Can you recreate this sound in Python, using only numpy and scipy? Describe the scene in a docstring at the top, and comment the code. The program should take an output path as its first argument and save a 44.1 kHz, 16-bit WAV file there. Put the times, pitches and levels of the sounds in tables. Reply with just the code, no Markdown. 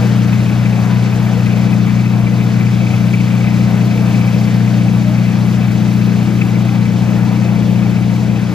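"""On a calm fjord, at the rail of a cruising sightseeing boat's open deck.
The diesel exhaust drones at a steady speed: tones on multiples of the shaft speed, throbbing five times a second.
Shaped noise makes the low rumble under it, and a loose fitting, rung by tiny contacts, buzzes with each turn.
The bow wave washes along the hull as noise in wavering bands, and gurgles in short rising tones."""
import sys
import numpy as np
from scipy import signal
from scipy.fft import rfft, irfft
from scipy.io import wavfile
from scipy.ndimage import uniform_filter1d, minimum_filter1d

SR = 44100
rng = np.random.default_rng(int(sys.argv[2]) if len(sys.argv) > 2 else 0)


def transcribe(u):
    """Save the signal u as a 16-bit wav file named by the first command-line argument.

    u: samples, shape (n,) or (channels, n), limited to [-1, 1]; the rate is SR.
    q: integer samples, one column per channel.
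    """
    v = np.clip(np.atleast_2d(u).T, -1, 1)
    q = np.round(v * 32767).astype(np.int16)
    wavfile.write(sys.argv[1], SR, q)


N = 376610
TIME = np.arange(N) / SR
FREQS = np.maximum(np.arange(N // 2 + 1) * SR / N, 1)
SHAFT_HZ = 29.867

# balance between the two sides: (frequency [Hz], left minus right [dB])
BALANCE = [(30, .8), (60, -3), (120, 3), (150, -2), (180, 7.5), (215, 11), (290, 5), (380, 11.5),
           (490, 7.5), (760, 4.5), (1300, 6), (3000, 3.5), (6300, -3), (10000, 0)]
# phase between the two sides: (frequency [Hz], lead of the left [rad])
LEFT_LEAD = [(60, 0), (200, 0.17), (1000, 0.39), (1700, 0.77), (2400, 0.73), (3300, 0.78), (4000, 0.019),
             (8000, 0)]


def from_db(db):
    """Decibels to gain."""
    return 10 ** (np.asarray(db) / 20)


def rms_one(x):
    """Scale to unit power."""
    return x / np.sqrt(np.mean(x ** 2) + 1e-20)


def in_time(rows):
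    """Each column of a curve, at every sample."""
    s, *columns = np.transpose(rows)
    return [np.interp(TIME, s, column) for column in columns]


def at_hz(points, hz):
    """Read a table on a log-frequency axis."""
    table_hz, values = np.transpose(points)
    return np.interp(np.log(hz), np.log(table_hz), values)


def drift(rate_hz):
    """Slow chance with a spread of one: noise through a two-pole lowpass, drawn every 40 samples."""
    pole = np.exp(-2 * np.pi * rate_hz * 40 / SR)
    noise = rng.standard_normal(N // 40 + 2002)
    slow = signal.lfilter([1], [1, -2 * pole, pole * pole], noise)[2000:]  # drop the settling
    return np.interp(np.arange(N) / 40, np.arange(len(slow)), rms_one(slow))


def pan(balance_db):
    """Left and right gains whose mean is one."""
    gains = from_db(np.array([[.5], [-.5]]) * balance_db)
    return gains / gains.mean(axis=0)


def resonate(x, hz, width_hz):
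    """One resonance with unit gain on top."""
    r = np.exp(-np.pi * width_hz / SR)
    top = np.array([1, 0, -1]) * (1 - r * r) / 2
    return signal.lfilter(top, [1, -2 * r * np.cos(2 * np.pi * hz / SR), r * r], x)


def stereo_noise(spectrum):
    """Noise of a given density, left-right likeness set by frequency: wide from 5 to 11 kHz, nearly mono above."""
    # how alike the two sides are: (frequency [Hz], left-right likeness [-1 to 1])
    likeness = [(30, .97), (150, 0.71), (320, 0.59), (450, 0.78), (700, 1), (2000, 0.83), (4600, 0.97),
                (5500, 0.2), (8000, 0.11), (10800, 0), (11500, .99)]
    mid, side = rfft(rng.standard_normal((2, N))) * np.sqrt(SR / 4)
    alike = np.clip(at_hz(likeness, FREQS), -1, 1)
    pair = np.sqrt(1 + alike) * mid + np.sqrt(1 - alike) * side * [[1], [-1]]
    # steep fall outside the table
    low_hz, high_hz = spectrum[0][0], spectrum[-1][0] * 2
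    ends = 1 / np.sqrt((1 + (low_hz / FREQS) ** 8) * (1 + (FREQS / high_hz) ** 8))
    lead = np.exp(1j * at_hz(LEFT_LEAD, FREQS) * [[.5], [-.5]])
    placing = pan(at_hz(BALANCE, FREQS)) * lead
    return irfft(pair * ends * from_db(at_hz(spectrum, FREQS)) * placing, N)


def shaft_lines(angle, orders, path, waver_db, rough):
    """Wavering tones in step with the shaft; half multiples make every second turn differ."""
    out = np.zeros((2, N))
    for multiple, db in orders:
        multiple = np.round(2 * multiple) / 2      # a four-stroke cycle takes two turns
        hz = multiple * SHAFT_HZ
        lead = at_hz(LEFT_LEAD, hz) * np.array([[.5], [-.5]])
        phase = multiple * angle - path(hz) + rough * drift(12) + lead
        level_db = db + waver_db * drift(8.4)
        out += np.sin(phase) * from_db(level_db) * pan(at_hz(BALANCE, hz))
    return np.sqrt(2) * out


def through_pipe(hz):
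    """Phase lag of the exhaust pipe: tones above its resonance leave late."""
    pipe_hz, pipe_q = 150, 2.2
    return np.arctan(pipe_q * (hz / pipe_hz - pipe_hz / hz))


def through_hull(hz):
    """Phase lag of the longer path by way of the hull, which lands between two exhaust pulses."""
    delay_s = .0194
    return 2 * np.pi * hz * delay_s


def throb(uneven_db):
    """Swing of the boom in dB: a broad swell with a quicker ripple at twice its rate, a little uneven."""
    turns_per_throb = 6      # probably with the geared-down propeller
    swell_db, swell_crest_s = 0.62, .005
    ripple_db, ripple_crest_s = .5, 0.052
    rate = 2 * np.pi * SHAFT_HZ / turns_per_throb      # rad/s
    swell = swell_db * np.cos(rate * (TIME - swell_crest_s))
    ripple = ripple_db * np.cos(2 * rate * (TIME - ripple_crest_s))
    return swell + ripple + uneven_db * drift(6)


def exhaust_boom(angle):
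    """The fourth order of the exhaust and its weaker neighbours throb as one deep boom."""
    # boom, easing as the microphone turns toward the deck: (time [s], level before throb and trim [dB])
    boom_curve = [(0.0, -12.5), (0.7, -14.5), (5.0, -14), (6.4, -16), (7.8, -15.5), (8.54, -17.5)]
    # exhaust tones: (multiple of the shaft speed, level re the boom [dB])
    boom_orders = [(1, -27), (2, -24), (3, -42), (4, -0.5)]
    boom_db, = in_time(boom_curve)
    lines = shaft_lines(angle, boom_orders, through_pipe, waver_db=0.15, rough=0.062)
    return from_db(boom_db + throb(uneven_db=0.04) + 0.56) * lines


def growl_level():
    """Level in dB shared by the exhaust growl and the hull, as the load wavers a little."""
    # growl of the higher orders: (time [s], level before waver and trims [dB])
    growl_curve = [(0.0, -15), (1.2, -18), (1.6, -15), (3.1, -16.5), (4.0, -14), (4.9, -14.5), (5.7, -15.5),
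                   (6.1, -14.5), (6.5, -16), (7.8, -14.8), (8.54, -17.2)]
    growl_db, = in_time(growl_curve)
    return growl_db + 0.44 * drift(5.3)


def exhaust_growl(angle, growl_db):
    """Higher exhaust orders growl, flickering because no two firings are equally strong."""
    # exhaust tones: (multiple of the shaft speed, level re the growl [dB])
    growl_orders = [(5, -17), (5.5, -18), (6, -1.5), (6.5, -22), (7, -3.5)]
    stroke_db = 0.51 * drift(26)
    lines = shaft_lines(angle, growl_orders, through_pipe, waver_db=0.1, rough=0.16)
    return from_db(growl_db + stroke_db - 0.56) * lines


def hull_hum(angle, growl_db):
    """The hull plates hum on high shaft orders, delayed by the path through the hull."""
    # hum of the plates: (multiple of the shaft speed, level re the growl before a 3 dB cut [dB])
    hull_orders = [(8, -16.5), (9, -17.5), (10, -15.5), (11, -27), (14, -34.5), (16, -28.5), (18, -30),
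                   (20, -29)]
    lines = shaft_lines(angle, hull_orders, through_hull, waver_db=1.83, rough=0.22)
    return from_db(growl_db - 3.0) * lines


def combustion_rumble():
    """Uneven combustion rumbles as low shaped noise."""
    # rumble before the engine is panned: (frequency [Hz], density [dB per Hz])
    rumble_spectrum = [(6, -63), (45, -58.5), (72, -53.5), (105, -43.5), (135, -46.5), (170, -44.5),
                       (225, -49), (255, -51.5), (300, -56.5), (360, -64.5), (500, -76.5)]
    return stereo_noise(rumble_spectrum)


def deck_plates(level_db):
    """The engine's rumble sets the steel deck booming: noise in one broad resonance, passed twice."""
    # resonance of the plates: (frequency [Hz], width of each pass [Hz])
    plate = (319.4, 41)
    hz, width_hz = plate
    noise = rng.standard_normal(N)
    ring = rms_one(resonate(resonate(noise, hz, width_hz), hz, width_hz))
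    return ring * from_db(level_db) * pan(at_hz(BALANCE, hz))


def engine(angle):
    """Exhaust, hull and deck together, as the microphone turns slowly toward the deck."""
    # the turn: (time [s], left minus right added to the whole engine [dB], deck plate level before it [dB])
    turn_curve = [(0, 0, -38), (2, 1, -36), (4, -0.5, -34.5), (6, 0.5, -34), (8.54, 0.5, -34)]
    turn_db, plate_db = in_time(turn_curve)
    growl_db = growl_level()
    tones = exhaust_boom(angle) + exhaust_growl(angle, growl_db) + hull_hum(angle, growl_db)
    return (tones + combustion_rumble() + deck_plates(plate_db)) * pan(turn_db)


def fitting_contacts(angle, per_turn_db, per_cycle_db, uneven_db, touches_per_s, lead_ms):
    """Tiny random contacts ring the fitting, hardest once per shaft turn, every second turn harder."""
    # resonances of the fitting: (frequency [Hz], width of each pass [Hz], relative level [dB])
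    modes = [(1261, 92, -4), (2060, 91, 2), (2320, 164, 4), (2540, 177, 3)]
    shake_db = per_turn_db * np.cos(angle) + per_cycle_db * np.cos(angle / 2) + uneven_db * drift(32)
    touches = (rng.random(N) < touches_per_s / SR) * rng.choice([-1, 1], N)
    clicks = touches * from_db(shake_db) + 1e-18
    ring = 0
    for hz, width_hz, db in modes:
        ring = ring + from_db(db) * resonate(resonate(clicks, hz, width_hz), hz, width_hz)
    buzz = rms_one(ring)
    # it lies to the left, so the right side hears it later
    return np.array([buzz, np.interp(TIME - lead_ms / 1000, TIME, buzz)])


def loose_fitting(angle):
    """The fitting's buzz swells and fades, with brief hard shakes, left of the microphone."""
    # buzz: (time [s], level before shakes, drift and trim [dB])
    buzz_curve = [(0.0, -38), (2.5, -36), (3.2, -35), (4.35, -35.5), (4.6, -38.5), (8.54, -38.5)]
    # its hardest shakes: (time [s], extra level at the crest [dB])
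    shakes = [(.333, 8), (.66, 8.5), (1.47, 4.5), (2.06, 11.5), (2.67, 6.5), (3.14, 8), (3.47, 2),
              (6.42, 9.5)]
    buzz_db, = in_time(buzz_curve)
    shakes_db = sum(db * np.exp(-.5 * ((TIME - s) / 0.005) ** 2) for s, db in shakes)
    level_db = buzz_db + shakes_db + .5 * drift(3.7) + 0.56
    buzz = fitting_contacts(angle, per_turn_db=4.0, per_cycle_db=1.5, uneven_db=1.5,
                            touches_per_s=1200, lead_ms=0.11)
    return buzz * from_db(level_db) * pan(balance_db=3.0)


def wave_levels():
    """Wash, splash and spray in dB; the splash follows the wash in part and fades as we turn from the water."""
    # bow wave, only the swing about each mean is used: (time [s], wash level [dB], spray level [dB])
    wave_curve = [(0.0, -25, -35.5), (0.3, -29, -37), (0.9, -28, -37), (1.6, -28.5, -37),
                  (2.05, -30.5, -39), (2.8, -29.5, -37.5), (3.25, -30.5, -37), (3.7, -27.5, -37),
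                  (4.15, -27.5, -36), (4.9, -29.5, -37.5), (5.5, -29, -37.5), (6.1, -29.5, -37.5),
                  (6.9, -29.5, -38.5), (7.15, -27.5, -38), (7.8, -29, -38.5), (8.3, -30.5, -39.5),
                  (8.54, -29.5, -39)]
    splash_follows, splash_fade_db_per_s = .6, 0.28
    wash_db, spray_db = in_time(wave_curve)
    splash_db = splash_follows * wash_db - splash_fade_db_per_s * TIME
    return wash_db, splash_db, spray_db


def bow_wave(wash_db, splash_db, spray_db, lap_db, fizz_db):
    """Wash and splash lap in patches of pitch; the spray above them is a fine hiss that flickers faster."""
    # water on the hull, before swings and patches: (frequency [Hz], density [dB per Hz])
    wash_spectrum = [(330, -57.5), (480, -56), (590, -59.5), (700, -57.5), (1080, -65), (1500, -65),
                     (2100, -69), (3000, -71), (4400, -74), (6400, -77), (8700, -86), (10700, -87.5),
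                     (12000, -87), (15000, -92)]
    rest, out = stereo_noise(wash_spectrum), 0
    for edge_hz in [420, 540, 700, 900, 1150, 1500, 1900, 3000, 4200, 6000, 8500, 11500]:
        lowpass = signal.butter(4, edge_hz, fs=SR, output="sos")
        band = signal.sosfiltfilt(lowpass, rest)
        rest = rest - band      # what lies above is left for the next bands
        level_db = wash_db if edge_hz < 1000 else splash_db if edge_hz < 2000 else spray_db
        patch_db = lap_db * drift(8) if edge_hz < 2000 else fizz_db * drift(25)
        out = out + band * from_db(level_db - level_db.mean() + patch_db)
    return out + rest * from_db(spray_db - spray_db.mean() + fizz_db * drift(27))


def gurgles(wander, rise_per_s):
    """Pockets of air folded under by the wave ring briefly, wobbling and rising in pitch."""
    # single gurgles: (time of the crest [s], pitch there before wobble [Hz], level [dB], spread [s])
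    pockets = [(0.917, 980, -38, 0.058), (1.194, 452, -33, 0.05), (1.38, 495, -31.5, 0.034),
               (2.93, 756, -35, 0.024), (5.091, 620, -32, 0.042), (6.151, 410, -35, 0.046),
               (6.298, 337.3, -28.5, .03), (6.42, 462, -37, 0.06), (6.73, 816, -35, .04),
               (7.326, 936, -39, 0.062), (7.41, 536, -35, 0.033), (7.72, 845, -39, .07)]
    out, wobble = np.zeros((2, N)), wander * drift(22.7)
    for s, hz, db, spread_s in pockets:
        near = np.abs(TIME - s) < 4 * spread_s
        age = TIME[near] - s
        pitch_hz = hz * (1 + wobble[near] + rise_per_s * age)
        ring = np.sqrt(2) * np.sin(2 * np.pi * np.cumsum(pitch_hz) / SR)
        swell = np.exp(-.5 * (age / spread_s) ** 2)
        out[:, near] += ring * swell * from_db(db) * pan(at_hz(BALANCE, hz))
    return out


def scene():
    """Engine, fitting and water together at the rail."""
    first_cycle_s = .06      # the first full four-stroke cycle begins here
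    # the governor holds the speed closely: the angle wanders by a small fraction of a turn
    angle = 2 * np.pi * SHAFT_HZ * (TIME - first_cycle_s) + 0.047 * drift(2.3)
    water = bow_wave(*wave_levels(), lap_db=1.65, fizz_db=1.5) + gurgles(wander=.025, rise_per_s=0.247)
    return engine(angle) + loose_fitting(angle) + water


def record(dry):
    """A fast limiter holds the highest crests under full scale; then the top is cut steeply."""
    cutoff_hz = 15300
    room = np.minimum(1, .99 / (np.abs(dry).max(axis=0) + 1e-9))
    gain = uniform_filter1d(minimum_filter1d(room, size=441), size=441)      # 10 ms windows
    return irfft(rfft(dry * gain) / np.sqrt(1 + (FREQS / cutoff_hz) ** 800), N)


dry = scene()
out = record(dry)
transcribe(out)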